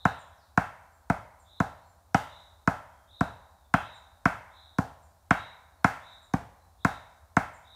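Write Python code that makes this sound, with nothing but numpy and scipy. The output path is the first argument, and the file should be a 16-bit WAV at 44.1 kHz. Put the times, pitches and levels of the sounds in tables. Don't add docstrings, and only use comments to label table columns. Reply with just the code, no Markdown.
import sys
import numpy as np
from scipy import signal
from scipy.fft import rfft, irfft
from scipy.io import wavfile
from scipy.ndimage import uniform_filter1d

SR = 44100
rng = np.random.default_rng(int(sys.argv[2]) if len(sys.argv) > 2 else 0)


def digitize_waveform(pressure):
    field = np.atleast_2d(pressure).T
    bounded = np.clip(field, -1, 1)
    quanta = np.round(bounded * 32767).astype(np.int16)
    wavfile.write(sys.argv[1], SR, quanta)


N = 341775


def axe(sway_radians=0.9):
    # start in seconds, force in dB, dry snap of the wood in dB, crack of the fibres
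    # in dB, pitch factor, frequency in Hz that has a node at the spot struck.
    blows = [(0.0525, 1.8, -3.5, -3, 1.055, 1940), (0.575, 2.7, -1, -2, 1.063, 2060),
             (1.099, -4.5, 3.5, -5, 1.027, 1090), (1.6017, -5, -2, -4, 1.05, 823),
             (2.1447, 0.5, 2.5, 3, 1.02, 1060), (2.6747, 1.5, -3, -2, 1.026, 800),
             (3.2082, -5, -4, -5, 1.062, 815), (3.739, 4, -1, -1.2, 1.045, 410),
             (4.2552, 4, 1, -0.3, 1.05, 816), (4.7846, -10, -1.5, -3.5, 1.077, 800),
             (5.3074, 5.5, 1.5, -0.5, 1.058, 904), (5.8441, 5.5, 1.5, 3, 1.05, 1820),
             (6.3369, -14, 4.5, -5, 1.135, 1380), (6.8479, 1, 0, 0.7, 1.056, 808),
             (7.3675, 2.5, 2.5, -0.6, 1.048, 2420)]
    # start in seconds, tearing level in dB, knock level in dB.
    splits = [(0.054, -9.5, 7), (2.1465, 0, 31), (3.741, 0.5, 22), (5.31, -2, 22)]
    # frequency in Hz, gain in dB, reverberation time in seconds.
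    near_trees = [(32, -14, 0.36), (54, -4.5, 0.43), (127, -14, 0.4), (260, -23, 0.32), (363, -13, 0.22),
                  (497, -4, 0.46), (704, -7, 0.31), (846, -4.5, 0.36), (1030, -10.5, 0.31),
                  (1690, -7.5, 0.3), (2250, -8, 0.4), (3060, 1, 0.57), (6240, -6, 0.32), (9800, -1.5, 0.41),
                  (15500, 2, 0.38)]
    # frequency in Hz, gain in dB, reverberation time in seconds.
    far_trees = [(124, -35.5, 1.7), (286, -40.5, 0.59), (543, -15, 0.9), (690, -22.5, 1.6),
                 (863, -17, 0.99), (1510, -24.5, 1.16), (1910, -13.5, 0.75), (2600, -19, 0.93),
                 (3500, -20.5, 0.71), (9000, -18.5, 2.3)]
    forest, swaying = (scatter(near_trees, build_s=0.0012) + scatter(far_trees, build_s=0.05)
                       for _ in range(2))
    still_echoing = (-.47, *blows[0][1:])
    sounds = [(s, *blow(s, *stroke)) for s, *stroke in [still_echoing, *blows]]
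    sounds += [(s, *split(tear_db, knock_db)) for s, tear_db, knock_db in splits]
    track = np.zeros(N + SR)
    for s, direct, all_round in sounds:
        turn = sway_radians * rng.standard_normal()
        echoes = np.cos(turn) * forest + np.sin(turn) * swaying
        add(track, s, direct)
        add(track, s, signal.fftconvolve(all_round, echoes))
    return track


def blow(s, force_db, snap_db, crack_db, pitch, node_hz, lag_s=0.00202, bounce_s=.0016, size=8192):
    # frequency in Hz, width in Hz, level in dB.
    trunk = [(120.6, 134, 27), (180.3, 80, 30), (266, 55, 28.5), (461, 100, 12.5), (678.2, 89.5, 27.5),
             (824, 57, 23), (971, 215, 24.5), (1277, 156, 24.5), (1439, 207, 22.5), (1655, 260, 14.5),
             (1982, 88, 13), (2143, 120, 10), (2449, 170, 3.5), (2970, 150, -17)]
    hz = np.fft.rfftfreq(size, 1 / SR) + 1e-3
    tuned = [(f * pitch if f > 400 else f, width, db) for f, width, db in trunk]
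    power = sum((amp(db) * abs(resonance(hz, f, width)) ** 2) ** 2 for f, width, db in tuned)
    node = 1 - .9 * bump(hz, node_hz, width_hz=90)
    bright_db = force_db / (1 + (1070 / hz) ** 3.9)
    fill_db = (1 - 4.5 * np.exp(-s / 1.8)) * bump(hz, centre_hz=290, width_hz=66)
    colour = amp(bright_db + fill_db + snap_db * bump(hz, centre_hz=2200, width_hz=310))
    travel = np.exp(-4j * np.pi * lag_s * np.sqrt(1000 * hz))
    delay = np.exp(-2j * np.pi * hz * bounce_s)
    spread = (delay - .66) / (1 - .66 * delay)
    wood = minimum_phase(np.sqrt(power) * colour * node) * travel * spread
    crack, snaps = fibres(hz, crack_db, bounce_s, size)
    direct = wood + crack * snaps
    blurred = np.where(hz > 400, uniform_filter1d(power, size=35), power)
    all_round = minimum_phase(np.sqrt(blurred * colour ** 2 + abs(crack) ** 2)) * travel
    return irfft(direct)[:size // 2], irfft(all_round)[:size // 2]


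def fibres(hz, crack_db, bounce_s, size, decay_s=.0016):
    # frequency in Hz, level in dB.
    crack = [(1200, -15), (2700, -11.5), (4300, -10.5), (6000, -6), (7800, -10.5), (9000, -15.5),
             (12000, -21.5), (15500, -27)]
    t = np.arange(size) / SR
    burst = np.exp(-t / decay_s)
    bounce = 0.29 * (t > bounce_s) * np.exp(-abs(t - bounce_s) / decay_s)
    snaps = (burst + bounce) * rng.standard_normal(size)
    return minimum_phase(amp(curve(crack, hz) + crack_db)), rfft(snaps / np.linalg.norm(snaps))


def split(tear_db, knock_db, decay_s=0.0039, size=8192):
    hz, t = np.fft.rfftfreq(size, 1 / SR) + 1e-3, np.arange(size) / SR
    rasp = np.exp(-t / decay_s) * rng.standard_normal(size)
    tear = amp(tear_db) * resonance(hz, centre_hz=2750, width_hz=1400) ** 2
    knock = amp(knock_db) * resonance(hz, centre_hz=796, width_hz=110) ** 2
    direct = knock + tear * rfft(rasp / np.linalg.norm(rasp))
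    all_round = amp(-10) * knock + tear
    return irfft(direct)[:size // 2], irfft(all_round)[:size // 2]


def scatter(bands, build_s, clumps_db=0, size=256):
    clumps = np.repeat(rng.standard_normal(SR // size + 1), size)[:SR]
    reflections = rng.standard_normal(SR) * amp(clumps_db * clumps)
    hz, t, frames = signal.stft(reflections, SR, nperseg=size)
    decay = amp(-60 * t / curve(bands, hz, column=2)[:, None])
    build = 1 - np.exp(-t / build_s)
    tail = signal.istft(frames * decay * build, SR, nperseg=size)[1][:SR]
    spectrum, hz = rfft(tail), np.fft.rfftfreq(SR, 1 / SR)
    power = uniform_filter1d(uniform_filter1d(abs(spectrum) ** 2, size=50), size=50)
    flatten = minimum_phase(np.sqrt(power.mean() / power)) / np.sqrt(power.mean())
    fade = np.minimum(1, np.linspace(5, 0, SR))
    return irfft(spectrum * flatten * minimum_phase(amp(curve(bands, hz)))) * fade


def birds(chip_direct_db=-7, trill_direct_db=-4, whistle_direct_db=-9):
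    # start in seconds, level in dB.
    trill_calls = [(-.06, -52.5), (1.44, -57.5), (2.249, -55.5), (3.071, -53), (3.79, -54), (4.498, -56),
                   (5.31, -52.5), (6.001, -54), (6.782, -55.5), (7.623, -55.5)]
    # start in seconds, level of the upper voice in dB.
    chip_calls = [(0.176, -64.5), (1.385, -67.5), (3.93, -68), (5.015, -71.5), (6.214, -69), (7.524, -65)]
    # start and length in seconds, first and last pitch in Hz, level in dB.
    whistle_calls = [(0.157, .025, 3100, 3730, -61.5), (.358, .1, 6440, 3370, -69.5),
                     (0.668, .22, 8760, 8100, -81), (0.916, .05, 7650, 7180, -71.5),
                     (1.812, .05, 4490, 4100, -75), (1.856, .06, 7600, 7000, -70),
                     (2.85, .22, 3300, 3180, -82.5), (3.472, .23, 4110, 3350, -79),
                     (5.764, .05, 4400, 4220, -76.5), (6.1, .05, 7600, 7300, -75),
                     (6.587, .05, 4180, 3900, -75)]
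    trills, chips, whistles = np.zeros((3, N + SR))
    for s, db in trill_calls:
        add(trills, s, amp(db) * trill())
    for s, db in chip_calls:
        add(chips, s, amp(db) * whistle(0.036, pitches_hz=[7850, 8650, 7900]))
        add(chips, s + .006, amp(db + 2) * whistle(.043, pitches_hz=[7250, 7300, 6350]))
    for s, length_s, start_hz, end_hz, db in whistle_calls:
        add(whistles, s, amp(db) * whistle(length_s, [start_hz, np.sqrt(start_hz * end_hz), end_hz]))
    direct = amp(chip_direct_db) * chips + amp(trill_direct_db) * trills
    direct += amp(whistle_direct_db) * whistles
    echoes = scatter([(3520, 1.0, 0.77), (7840, -5.5, .42)], build_s=0.0041, clumps_db=1.5)
    return direct + signal.fftconvolve(trills + chips + whistles, echoes)[:len(direct)]


def trill(length_s=0.2, start_hz=3520, top_hz=3835, settle_s=0.033, throb_hz=55.36, flutter_hz=80):
    t = np.arange(0, length_s, 1 / SR)
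    throb_phase = np.cumsum(throb_hz * (1 + .17 * waver(len(t), rate=50))) / SR % 1
    carrier_hz = top_hz + (start_hz - top_hz) * np.exp(-t / settle_s)
    slide_hz = 680 * np.arcsin(1 - 2 * throb_phase) / np.pi * (1 + throb_phase / 2)
    hz = carrier_hz + slide_hz + flutter_hz * waver(len(t), rate=200)
    swell = np.sin(np.pi * t / length_s) ** .9
    pulses = 0.26 + 0.74 * np.sin(np.pi * throb_phase)
    return tone(hz, swell * pulses)


def whistle(length_s, pitches_hz):
    progress = np.linspace(0, 1, round(length_s * SR))
    hz = np.polyval(np.polyfit([0, .5, 1], pitches_hz, 2), progress)
    return tone(hz, signal.windows.tukey(len(progress), .5))


def tone(hz, envelope):
    return np.sqrt(2) * envelope * np.sin(2 * np.pi * np.cumsum(hz) / SR)


def air():
    # frequency in Hz, power density in dB per Hz.
    density = [(20, -110), (32, -101), (48, -85.5), (82, -76), (125, -100), (250, -103), (400, -106),
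               (780, -97), (1200, -102), (2000, -115), (3000, -118), (4000, -113), (5000, -115),
               (8000, -115), (15000, -117)]
    hz = np.fft.rfftfreq(N, 1 / SR)
    return irfft(rfft(rng.standard_normal(N)) * amp(curve(density, hz)), N) * np.sqrt(SR / 2)


def resonance(hz, centre_hz, width_hz):
    return 1 / (1 + 1j * (hz ** 2 - centre_hz ** 2) / (hz * width_hz))


def minimum_phase(gain):
    log_gain = np.log(np.maximum(gain, 1e-4))
    mirrored = np.r_[log_gain, log_gain[-2:0:-1]]
    return np.exp(np.conj(signal.hilbert(mirrored)))[:len(gain)]


def bump(hz, centre_hz, width_hz):
    return np.exp(-((hz - centre_hz) / width_hz) ** 2)


def waver(length, rate):
    t = np.arange(length) / SR
    knots = rng.standard_normal(int(t[-1] * rate) + 2)
    return np.interp(t * rate, np.arange(len(knots)), knots)


def curve(points, hz, column=1):
    points = np.array(points)
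    return np.interp(np.log(hz + 1), np.log(points[:, 0] + 1), points[:, column])


def amp(db):
    return 10 ** (np.asarray(db) / 20)


def add(track, s, sound):
    part = track[round((s + 1) * SR):][:len(sound)]
    part += sound[:len(part)]


def scene():
    return ((axe() + birds())[SR:] + air())[None]


def record(dry, cutoff_hz=15600):
    lowpass = signal.firwin(255, cutoff_hz, window=("kaiser", 9), fs=SR)
    return signal.oaconvolve(dry, lowpass[None], "same")


dry = scene()
out = record(dry)
digitize_waveform(out)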